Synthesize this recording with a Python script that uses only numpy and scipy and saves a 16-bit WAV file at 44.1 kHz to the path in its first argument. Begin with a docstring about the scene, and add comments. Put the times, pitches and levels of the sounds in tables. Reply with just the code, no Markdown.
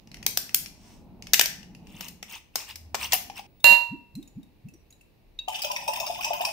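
"""A metal screw cap is twisted off a small glass bottle close by: snaps, a rasping thread, hollow knocks.
Bursts of noise form the snaps; swarms of damped sines form the rasp; decaying modes ring as the neck
clinks on a drinking glass. The bottle glugs five times in tones of rising pitch, with sparse drips.
A can ticks on the rim and a fizzy drink splashes into the filled glass as bubble tones and grains.
Room rumble, rustling hands, low hums and hiss lie beneath; a limiter holds down the loudest moments."""
import sys
import numpy as np
from scipy import signal
from scipy.fft import rfft, irfft, next_fast_len
from scipy.io import wavfile
from scipy.ndimage import uniform_filter1d, minimum_filter1d, map_coordinates

SR = 44100
rng = np.random.default_rng(int(sys.argv[2]) if len(sys.argv) > 2 else 0)


def persist_wave(psi):
    """Save psi, clipped to +-1, as 16-bit WAV."""
    counts = np.round(np.clip(psi, -1, 1) * 32767).astype(np.int16)
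    wavfile.write(sys.argv[1], SR, np.atleast_2d(counts).T)


N = 287532

TOP_HZ = 15700  # upper edge of the band
CAP_END_S, POUR_START_S = 3.468, 5.474

# Low room rumble, rustle of hands and faint hiss, as spectra: pitch_hz, level_db
RUMBLE_SPECTRUM = [(12, -33), (20, -3.5), (33, 1.5), (59, 1.5), (80, 0.5), (108, -1.5), (160, -8),
                   (210, -37.5), (350, -120)]
RUSTLE_SPECTRUM = [(65, -35.5), (110, -5), (194, 1.5), (311, -6), (436, -14), (543, -16.5), (868, -14.5),
                   (1100, -26), (1500, -36), (1950, -64.5), (3300, -120)]
HISS_SPECTRUM = [(180, -33), (300, -3.5), (1170, -20.5), (1300, -26), (2210, -20), (2650, -16.5),
                 (3190, -26.5), (3950, -22.5), (7570, -37), (16000, -27.5)]
# Hands tightening or shifting their grip: loudest_s, level_db, half_length_s
GRIP_SHIFTS = [(.25, -51, .15), (.62, -57, .1), (1.2, -51, 0.29), (1.93, -52, 0.19), (3.15, -55.5, 0.27),
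               (4.35, -64.5, .2), (6.2, -58.5, 0.42)]
# Dull low hums, from handling, and one echo of the last glug: loudest_s, level_db, pitch_hz, half_length_s
LOW_HUMS = [(1.85, -52.5, 183, 0.34), (2.995, -49, 79.2, 0.17), (4.748, -56, 306, 0.016),
            (5.362, -52, 33, 0.062)]
ROOM_RUMBLE_DB, ROOM_AIR_DB, HISS_DB = -62.5, -69, -66
GRIP_RUMBLE_DB = -3  # against the rustle

# Decay of the hard-walled kitchen: pitch_hz, t60_s
WALL_DECAY = [(200, 0.31), (1000, 0.52), (3000, 0.39), (6000, 0.4), (10000, 0.31), (15000, 0.25)]
# Strength of the walls' answer: pitch_hz, level_db
WALL_STRENGTH = [(200, 7.5), (800, -5.5), (2000, 0), (5000, -1), (10000, 2.5), (15000, 2.5)]

# Small ticks of the strained metal: start_s, level_db, pitch_hz
METAL_CREAKS = [(.0732, -41.5, 5900), (.1156, -36, 4190), (.1431, -28.5, 2012), (.1695, -37.5, 1907),
                (.2279, -27, 1950), (.4928, -28, 1966), (.66, -25, 5550), (1.2231, -29.5, 6230),
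                (1.2695, -26.5, 5220), (1.6297, -35.5, 2980), (1.7489, -37, 2670), (1.8701, -40, 2840)]
# Snaps of the seal and catches of the thread: start_s, level_db, knock_db, body_db, treble_db
SEAL_SNAPS = [(0.2643, 1, -26, -18.5, -15.5), (0.3729, -1, -24, -19, -14.5), (0.5449, 3.5, -34, -17.5, -7),
              (1.334, 4, -31, -16, -18.5), (1.3408, 0, -24.5, -8, -15), (1.3943, 1.5, -21, -9.5, -17.5),
              (1.411, 0, -21, -6.5, -12), (1.4573, -10, -24.5, -20, -17.5), (2.0079, -20.5, -14, -7, -10.5),
              (2.0831, -25, -35, -19, -14), (2.2272, -23, -13, -6, -19), (2.5561, -10, -20, -19, -17.5),
              (2.7568, -26, -23, -17.5, -16), (2.9445, -13, -8, -7, -23), (2.9505, -16, -10, -12, -19),
              (3.1215, -9, -32, -13, -22), (3.1312, -6, -24, -18, -12), (3.1375, -7.5, -15, -11, 10),
              (3.147, -16.5, -7, -11, 4.5)]
# The looser the cap, the longer it rings: t60 at 0 s, and its growth per second
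TIGHT_T60_S, T60_GROWS_S_PER_S = .011, 0.0057
# Fingers sliding on the cap, as a spectrum: pitch_hz, level_db
SKIN_SPECTRUM = [(400, -10), (950, 3), (1300, -8), (2700, -3), (4500, -7), (5700, 0), (7000, -9),
                 (8700, -7), (10500, -19), (15000, -14)]
SLIDE_S, SLIDE_DB, SLIDE_HALF_S = .89, -57, .075  # taking a new grip
# Turns of the cap rubbing on the thread: loudest_s, level_db, half_length_s
THREAD_RASPS = [(1.968, -56.5, .06), (2.047, -48.5, 0.031), (2.337, -44, .03), (2.605, -45, .027),
                (2.703, -43, .016), (3.036, -35, .024), (3.139, -29, .012), (3.382, -43, 0.015)]
# Metal slipping on the glass thread, as a spectrum: pitch_hz, level_db
THREAD_SPECTRUM = [(600, -10), (1100, -8.5), (1500, -19.5), (2200, -6.5), (2750, 1), (3200, -4),
                   (4200, -7.5), (5400, 2), (6500, -0.5), (7300, 3), (10000, -18.5)]
# Air inside the cap, as a spectrum: pitch_hz, level_db
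CAP_AIR_SPECTRUM = [(250, -33.5), (550, -12), (780, -3.5), (950, 2.5), (1250, -5.5), (1900, -20.5)]
RASP_HOLLOW_DB, RASP_GRIT_DB = -8.5, -7  # against the slips
# Hollow knocks of the loose cap on the neck: start_s, level_db, pitch_hz
CAP_KNOCKS = [(3.132, -23.5, 742), (3.141, -24.5, 760), (3.2985, -31.5, 806), (3.393, -32.5, 810)]

# Droplets and light touches on the glass: start_s, level_db, pitch_hz
GLASS_DRIPS = [(3.602, -47.5, 3650), (4.1524, -37, 4080), (4.2268, -42.5, 3760), (4.2752, -44, 6900),
               (4.4298, -50, 3760), (4.685, -46, 2650), (4.7376, -47, 5810), (4.9048, -44, 6750),
               (4.925, -46, 3930), (5.0105, -47, 2670)]
# Blows on the rim: start_s, level_db, pitch_factor
RIM_BLOWS = [(3.643, 5.5, 1), (5.388, -50, 1)]
# Modes of the struck glass: pitch_hz, level_db (against the blow), t60_s, left_right_db
GLASS_MODES = [(583, -25, 0.29, 4), (952, -19, 0.5, -9), (1714, -22.5, 0.24, 1), (1802, -32.5, .2, 2.5),
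               (1990, -27.5, .2, -7), (2755, -4.5, 0.37, -13), (2701, -25, 0.6, 11.5),
               (2750, -21, 0.36, -8.5), (3900, -24.5, .3, 4.5), (4060, -18, 0.33, 0.5),
               (4150, -20.5, 0.2, 1.5), (4425, -26, 0.093, 8.5), (4500, -32.5, 0.24, -4),
               (5400, -32, 0.2, 7), (7030, -27, .24, -1), (7140, -24, 0.22, 1.5), (8850, -24.5, 0.19, 0),
               (8700, -30, 0.22, -7), (10280, -37.5, 0.13, -5), (12200, -26.5, 0.23, -10),
               (14110, -18, .17, 5), (15020, -23.5, .17, 2.5)]
# Crack of glass on glass, as a spectrum: pitch_hz, level_db
CRACK_SPECTRUM = [(300, -24.5), (600, 3.5), (1300, -5.5), (2000, 2), (3300, -6.5), (4200, 10.5),
                  (5200, -8.5), (7000, -6), (10000, -16.5), (13000, -4.5), (15500, -10.5)]
# Air gulped into the bottle: loudest_s, level_db, pitch_hz (at the loudest), half_length_s
AIR_GULPS = [(3.715, -36.5, 193, .017), (3.93, -31, 231, 0.013), (4.177, -32.5, 229, 0.0157),
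             (4.379, -33.5, 207, 0.0111), (4.66, -36.5, 166, 0.01)]
GLUG_OCTAVES = 0.44  # rise of pitch per half-length, at the loudest moment

# Modes of the can touching the rim: pitch_hz, level_db, t60_s
CAN_MODES = [(2680, -42, .13), (3800, -20.5, .052), (4600, -49, .14), (6500, -45, .06)]
CAN_TOUCH_S = 5.3895
# Small bubbles in the drink, as a spectrum: pitch_hz, level_db
LIQUID_SPECTRUM = [(710, -39), (1200, -11.5), (1700, -20), (2040, -34.5), (2510, 5), (2860, -4.5),
                   (3590, -5), (4310, -23.5), (4700, -6.5), (5350, 0.5), (7170, -10), (8000, -6),
                   (11200, -32), (14700, -16.5), (16000, -25)]
# Air above the drink, as a spectrum: pitch_hz, level_db
HOLLOW_SPECTRUM = [(300, -43), (480, -34.5), (590, 3.5), (700, -0.5), (880, 6.5), (1020, 9.5), (1200, -11),
                   (1800, -17.5), (3000, -52)]
# Largest bursts of spray: start_s, level_db, pitch_hz (of the bubble)
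SPRAY_BURSTS = [(5.4831, -24.5, 2960), (5.5522, -24, 2650), (5.62, -22.5, 4810), (5.6454, -22, 2500),
                (5.7123, -24.5, 5530), (5.8789, -23, 5480), (5.9332, -26, 2650), (5.9586, -26, 2670),
                (6.0004, -24.5, 5380), (6.0676, -26.5, 5390), (6.21, -24.5, 2990), (6.2451, -19, 5670),
                (6.3328, -27, 2490), (6.4085, -27, 2700), (6.4503, -19, 5330)]
# Largest bubbles: start_s, level_db, pitch_hz
LARGE_BUBBLES = [(5.479, -16.5, 750), (5.646, -22, 604), (5.700, -17.5, 985), (5.879, -15, 904),
                 (5.888, -17, 968), (5.886, -20, 596), (6.005, -20, 683), (6.099, -16.5, 703),
                 (6.3055, -13, 700), (6.4055, -15, 714)]
# Air above the drink set ringing by a bubble: pitch_hz, level_db (against the bubble), t60_s
GLASS_AIR_MODES = [(591, -22, 0.2), (691, -20.5, 0.12), (873, -13, 0.18)]
PLOP_T60_S = .05
# The stream from the can settles quickly, then keeps growing as the can tilts
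FLOW_START_DB, FLOW_SETTLE_S, FLOW_DB_PER_S = -9, .08, 5
GURGLE_DB, SPLASH_DB, FIZZ_DB = -43, -48.5, -56  # layers of the stream, before its growth
SPRAY_PER_S, SPRAY_DB, SPRAY_HZ = 12, -31.5, 2750  # lesser bursts: rate, mean level, median pitch
SPRAY_TREBLE_DB = -14  # fizz of a burst against its level


def amp(db):
    """Logarithmic level: decibels become a linear gain."""
    return 10 ** (np.asarray(db) / 20)


def unit(x):
    """Normalisation of power: scale to rms 1."""
    return x / np.sqrt(np.mean(x ** 2) + 1e-20)


def along(points, hz):
    """Logarithmic frequency: interpolate (Hz, value) points on a log axis."""
    f, v = np.transpose(points)
    return np.interp(np.log(hz + 1), np.log(f + 1), v)


def fade(t, t60):
    """Exponential damping: decay by 60 dB in t60 seconds."""
    return np.exp(-np.log(1000) * t / np.maximum(t60, 1e-4))


def swell(t, half_length):
    """Gaussian envelope: a bell-shaped rise and fall around t = 0."""
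    return np.exp(-(t / half_length) ** 2 / 2)


def pan(db):
    """Level difference between the ears: gains of left and right, positive to the left."""
    return amp([[db / 2], [-db / 2]])


def add(track, s, sound):
    """Superposition: mix a sound into a track at s seconds."""
    start = max(round(s * SR), 0)
    part = track[:, start:start + sound.shape[-1]]
    part += sound[..., :part.shape[-1]]


def colour(x, spectrum):
    """Linear filtering: x shaped by (Hz, dB) points, then set to rms 1."""
    n = x.shape[-1]
    m = next_fast_len(n + 2048, real=True)
    gain = amp(along(spectrum, np.fft.rfftfreq(m, 1 / SR)))
    return unit(irfft(rfft(x, m) * gain, m)[..., :n])


def noise(spectrum, alike, size=N):
    """Partial coherence: coloured stereo noise with a share of power common to both sides."""
    share = np.clip(alike, 0, 1)
    white = rng.standard_normal((3, size))
    return colour(np.sqrt(share) * white[0] + np.sqrt(1 - share) * white[1:], spectrum)


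def grains(t0, t1, rate, hz, spread, cycles, size_db, rise, size):
    """Random superposition: damped sines of random pitch and strength, phased apart in each channel."""
    count = int(rate * (t1 - t0))
    when = rng.uniform(t0, t1, (count, 1))
    strength = np.minimum(rng.exponential(size=(count, 1)), 3.5)
    pitch = hz * np.exp(spread * rng.standard_normal((count, 1)))
    age = pitch * np.arange(size) / SR / cycles  # in decay times
    envelope = np.exp(-age) * (1 - np.exp(-10 * age))
    body = (pitch < TOP_HZ) * amp(size_db * strength) * envelope
    phase = 2 * np.pi * cycles * (age + rise * (age - 1 + np.exp(-age)))  # the pitch glides up by rise
    index = ((when * SR).astype(int) + np.arange(size)).ravel()
    turns = rng.normal(0, 0.8, (2, count, 1))
    return np.array([np.bincount(index, (body * np.sin(phase + turn)).ravel(), N)[:N] for turn in turns])


def pings(rows, ping_db, ping_t60, spray_db, spray_t60, treble_db, rise):
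    """Impulsive excitation: each contact or drop is a puff of noise and a short tone, gliding by rise."""
    out, t = np.zeros((2, N)), np.arange(SR // 14) / SR
    spectrum = [(900, -16.5), (2000, -6.0), (2600, 4), (3600, -9.5), (5500, 0.5),
                (8000, treble_db + 3.0), (15000, treble_db), (16500, treble_db - 20.5)]
    onset = 1 - np.exp(-t / 0.00077)
    for s, db, hz in rows:
        phase = 2 * np.pi * hz * t * (1 + rise * t) + rng.normal(0, 0.62, (2, 1))
        ping = np.sin(phase) * fade(t, ping_t60)
        spray = noise(spectrum, alike=0.12, size=len(t)) * fade(t, spray_t60)
        add(out, s, amp(db) * (amp(ping_db) * ping + amp(spray_db) * spray) * onset)
    return out


def ringing(modes, t):
    """Modal superposition: decaying (Hz, dB, t60) modes, phased apart in each channel."""
    out = 0
    for hz, db, t60 in modes:
        phase = 2 * np.pi * hz * t + rng.normal(0, 0.99, (2, 1))
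        out = out + amp(db) * np.sin(phase) * fade(t, t60)
    return out


def kitchen(x):
    """Reverberation: hard walls answer as a noise tail in which each frequency dies at its own speed."""
    hz, t, z = signal.stft(rng.standard_normal((2, SR * 2 // 3)), SR, nperseg=256)
    shape = fade(t, along(WALL_DECAY, hz)[:, None]) * amp(along(WALL_STRENGTH, hz))[:, None]
    tail = signal.istft(z * shape, SR, nperseg=256)[1]
    tail = tail * (1 - np.exp(-np.arange(tail.shape[1]) / SR / 0.002))
    return signal.fftconvolve(x, tail / np.linalg.norm(tail[0]), axes=1)[:, :N]


def background():
    """Addition of powers: room rumble and hiss, with the dull rustle of hands on the bottle and low hums."""
    seconds = np.arange(N) / SR
    grip = sum(amp(db) * swell(seconds - s, length) for s, db, length in GRIP_SHIFTS)
    rumble_level = np.hypot(amp(ROOM_RUMBLE_DB), amp(GRIP_RUMBLE_DB) * grip)
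    rumble = rumble_level * noise(RUMBLE_SPECTRUM, alike=0.52)
    rustle = np.hypot(amp(ROOM_AIR_DB), grip) * noise(RUSTLE_SPECTRUM, alike=0.82)
    out = rumble + rustle + amp(HISS_DB) * noise(HISS_SPECTRUM, alike=0.12)
    t = np.arange(-SR // 2, SR // 2) / SR
    for s, db, hz, length in LOW_HUMS:
        band = [(hz / 2, -45), (hz, 0), (hz * 2, -45), (hz * 10, -100)]
        add(out, s + t[0], amp(db) * swell(t, length) * noise(band, alike=0.97, size=len(t)))
    return out


def creaks():
    """Release of strain: the stressed metal gives small dry ticks."""
    return pings(METAL_CREAKS, ping_db=-3, ping_t60=.01, spray_db=-1, spray_t60=.014, treble_db=-18, rise=0)


def seal():
    """Fracture: the seal's bridges snap one by one, then the thread catches as the cap works loose."""
    snaps, t = np.zeros((2, N)), np.arange(SR // 14) / SR
    onset = 1 - np.exp(-t / 0.0009)
    for s, db, knock_db, body_db, treble_db in SEAL_SNAPS:
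        t60 = TIGHT_T60_S + T60_GROWS_S_PER_S * s
        shell = [(120, knock_db - 14.5), (750, knock_db + 11.0), (1250, knock_db + 4.0),
                 (1850, body_db + 5), (3000, body_db + 5.5),
                 (4000, -9.5), (5300, -4), (7500, -11.0),
                 (10500, treble_db - 1), (14800, treble_db + 8.5), (16500, treble_db - 16.5)]
        add(snaps, s, amp(db - 3.5) * noise(shell, alike=0.27, size=len(t)) * fade(t, t60) * onset)
    return snaps + amp(-5.5) * kitchen(snaps)


def fingers():
    """Sliding friction: skin brushes softly along the cap's knurling."""
    stroke = swell(np.arange(N) / SR - SLIDE_S, SLIDE_HALF_S)
    return amp(SLIDE_DB) * stroke * noise(SKIN_SPECTRUM, alike=.3)


def thread():
    """Stick-slip friction: thin metal sticks and slips on the glass thread at each turn of the fingers."""
    slips = grains(0, CAP_END_S, rate=3000, hz=2810, spread=0.43, cycles=8.6, size_db=4.5, rise=0, size=160)
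    slips = colour(slips, THREAD_SPECTRUM)
    grit = grains(0, CAP_END_S, rate=6300, hz=12100, spread=1.0, cycles=1.8, size_db=4.0, rise=0, size=48)
    grit = colour(grit, [(6000, -23), (9000, -2.5), (11000, -17), (14500, 1.5)])
    hollow, t = noise(CAP_AIR_SPECTRUM, alike=0.89), np.arange(N) / SR
    stroke = sum(amp(db) * swell(t - s, length) for s, db, length in THREAD_RASPS)
    out = stroke * (slips + amp(RASP_HOLLOW_DB) * hollow + amp(RASP_GRIT_DB) * grit)
    return out + amp(-8.5) * kitchen(out)


def hollow_knocks():
    """Cavity resonance: the loose cap knocks on the neck and its hollow sounds."""
    return pings(CAP_KNOCKS, ping_db=4.5, ping_t60=0.036, spray_db=-5, spray_t60=.035, treble_db=-25,
                 rise=-0.66)


def cap():
    """Superposition of the cap's sounds, set a little to the left and ended together."""
    contacts = creaks() + hollow_knocks()
    sound = seal() + thread() + contacts + amp(-3.5) * kitchen(contacts)
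    return sound * pan(2.6) * (np.arange(N) < CAP_END_S * SR)


def drips():
    """Impact of drops: sparse ticks while the spirit slides quietly down the glass's wall."""
    ticks = pings(GLASS_DRIPS, ping_db=-2.5, ping_t60=0.044, spray_db=-9.0, spray_t60=.045, treble_db=-2.5,
                  rise=0)
    return ticks + amp(-5.5) * kitchen(ticks)


def clink():
    """Modal vibration: a crack sets off modes which waver at random, close pairs beating together."""
    ring, crack, t = np.zeros((2, N)), np.zeros((2, N)), np.arange(SR * 2 // 3) / SR
    onset = 1 - np.exp(-t / 0.0012)
    for s, blow_db, pitch in RIM_BLOWS:
        for hz, db, t60, side_db in GLASS_MODES:
            # a smooth random drift of phase
            waver = map_coordinates(rng.standard_normal(64), [t * 70], mode="mirror")
            phase = rng.uniform(0, 2 * np.pi) + rng.normal(0, .4, (2, 1))
            phase = phase + .35 * np.sqrt(hz / 2745) * waver
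            mode = np.sin(2 * np.pi * hz * pitch * t + phase) * fade(t, t60) * onset
            add(ring, s, amp(blow_db + db) * pan(side_db) * mode)
        decay = amp(1.5) * fade(t, 0.0069) + amp(-14.5) * fade(t, 0.31)
        add(crack, s, amp(blow_db) * noise(CRACK_SPECTRUM, alike=0.067, size=len(t)) * decay)
    return ring + crack + kitchen(amp(-21) * ring + amp(-15.0) * crack)


def glugs():
    """Resonance of gulped air: it swells and rises in pitch on entering; short gulps rise faster."""
    out, t = np.zeros((2, N)), np.arange(-SR // 12, SR // 12) / SR
    for s, db, hz, length in AIR_GULPS:
        pitch = 2 * hz / (1 + 2 ** (-2 * GLUG_OCTAVES * t / length))
        tone = np.sin(2 * np.pi * np.cumsum(pitch) / SR)
        add(out, s + t[0], amp(db) * swell(t, length) * tone)
    return out + amp(-12.5) * kitchen(out)


def can():
    """Impact excitation: the can is set against the rim with a light tick that rings its modes."""
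    out, t = np.zeros((2, N)), np.arange(SR // 4) / SR
    spectrum = [(1200, -36), (2600, 3), (5000, -6), (8000, -14), (12000, -30)]
    tick = amp(-34.5) * noise(spectrum, alike=0.17, size=len(t)) * fade(t, 0.017)
    add(out, CAN_TOUCH_S, (ringing(CAN_MODES, t) + tick) * (1 - np.exp(-t / 0.0011)))
    return out + amp(-10.5) * kitchen(out)


def plops():
    """Coupled resonance: a large bubble rings briefly and wakes the air in the glass."""
    out, t = np.zeros((2, N)), np.arange(SR // 5) / SR
    for s, db, hz in LARGE_BUBBLES:
        modes = [(hz, 1, PLOP_T60_S)] + list(GLASS_AIR_MODES)
        add(out, s, amp(db) * ringing(modes, t) * (1 - np.exp(-t / 0.0036)))
    return out * pan(3.4)


def pour():
    """Bubble entrainment: large bubbles gurgle in the glass's hollow, small ones splash and fizz in surges."""
    end, t = N / SR, np.arange(SR // 5) / SR
    age = np.maximum(np.arange(N) / SR - POUR_START_S, 0)
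    flow = amp(FLOW_START_DB * np.exp(-age / FLOW_SETTLE_S) + FLOW_DB_PER_S * age)
    duty = np.sqrt(1 - POUR_START_S / end)  # brings the layers to rms 1 within the pour alone
    gurgle = grains(POUR_START_S, end, rate=130, hz=780, spread=.3, cycles=9, size_db=2, rise=.06, size=2200)
    gurgle = colour(gurgle, HOLLOW_SPECTRUM)
    splash = grains(POUR_START_S, end, rate=1300, hz=3800, spread=.55, cycles=9, size_db=4.5, rise=.05,
                    size=560)
    splash = colour(splash, LIQUID_SPECTRUM)
    fizz = grains(POUR_START_S, end, rate=1400, hz=11100, spread=0.38, cycles=1.4, size_db=6.5, rise=0.044,
                  size=80)
    fizz = colour(fizz, [(5000, -7.5), (9000, -5.5), (11000, -8.5), (15000, 2.5)])

    # each lump of the stream that lands releases a crowd of small bubbles
    bursts = list(SPRAY_BURSTS)
    for _ in range(round(SPRAY_PER_S * (end - POUR_START_S))):
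        s, db = rng.uniform(POUR_START_S, end), SPRAY_DB + rng.normal(0, 2.5)
        bursts.append((s, db, SPRAY_HZ * np.exp(rng.normal(0, .2))))
    surge, lump = np.zeros((2, N)), (t / .004) * np.exp(1 - t / .004)  # rows: splash, fizz
    for s, db, hz in bursts:
        add(surge, s - .002, amp([[db - 9], [db + SPRAY_TREBLE_DB]]) * lump)
    stream = amp(GURGLE_DB) * flow * gurgle
    stream = stream + (amp(SPLASH_DB) * flow + surge[0]) * splash
    stream = stream + (amp(FIZZ_DB) * flow + surge[1]) * fizz * pan(3)

    # every lump leaves a short train of bubbles of like size
    train = []
    for s, db, hz in bursts:
        for _ in range(3):
            later, weaker_db = s + rng.exponential(.005), db - rng.uniform(1, 7)
            train.append((later, weaker_db, hz * np.exp(rng.normal(0, .18))))
    bubbles = pings(bursts + train, ping_db=0.0, ping_t60=0.022, spray_db=-11.5, spray_t60=0.022,
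                    treble_db=-17, rise=1.6)
    out = duty * stream + plops() + bubbles
    out[1] = np.roll(out[1], round(0.00021 * SR))  # the glass stands nearer the left: right arrives later
    return (out + amp(-3.0) * kitchen(out)) * pan(1.4)


def scene():
    """Superposition: cap, clink and the two pours over the kitchen's background."""
    return background() + cap() + fingers() + drips() + clink() + glugs() + can() + pour()


def record(dry):
    """Dynamic limiting: gain falls at the loudest moments, peaks clip and the top of the band is cut."""
    level = np.sqrt(np.abs(uniform_filter1d(np.mean(dry ** 2, axis=0), size=350)) + 1e-12)
    gain = minimum_filter1d(np.minimum(1, amp(-9.5) / level), size=200)
    gain = uniform_filter1d(gain, size=100)
    m = next_fast_len(N + SR // 8)
    passband = np.fft.rfftfreq(m, 1 / SR) < TOP_HZ
    return irfft(rfft(np.clip(dry * gain, -1, 1), m) * passband, m)[:, :N]


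dry = scene()
out = record(dry)
persist_wave(out)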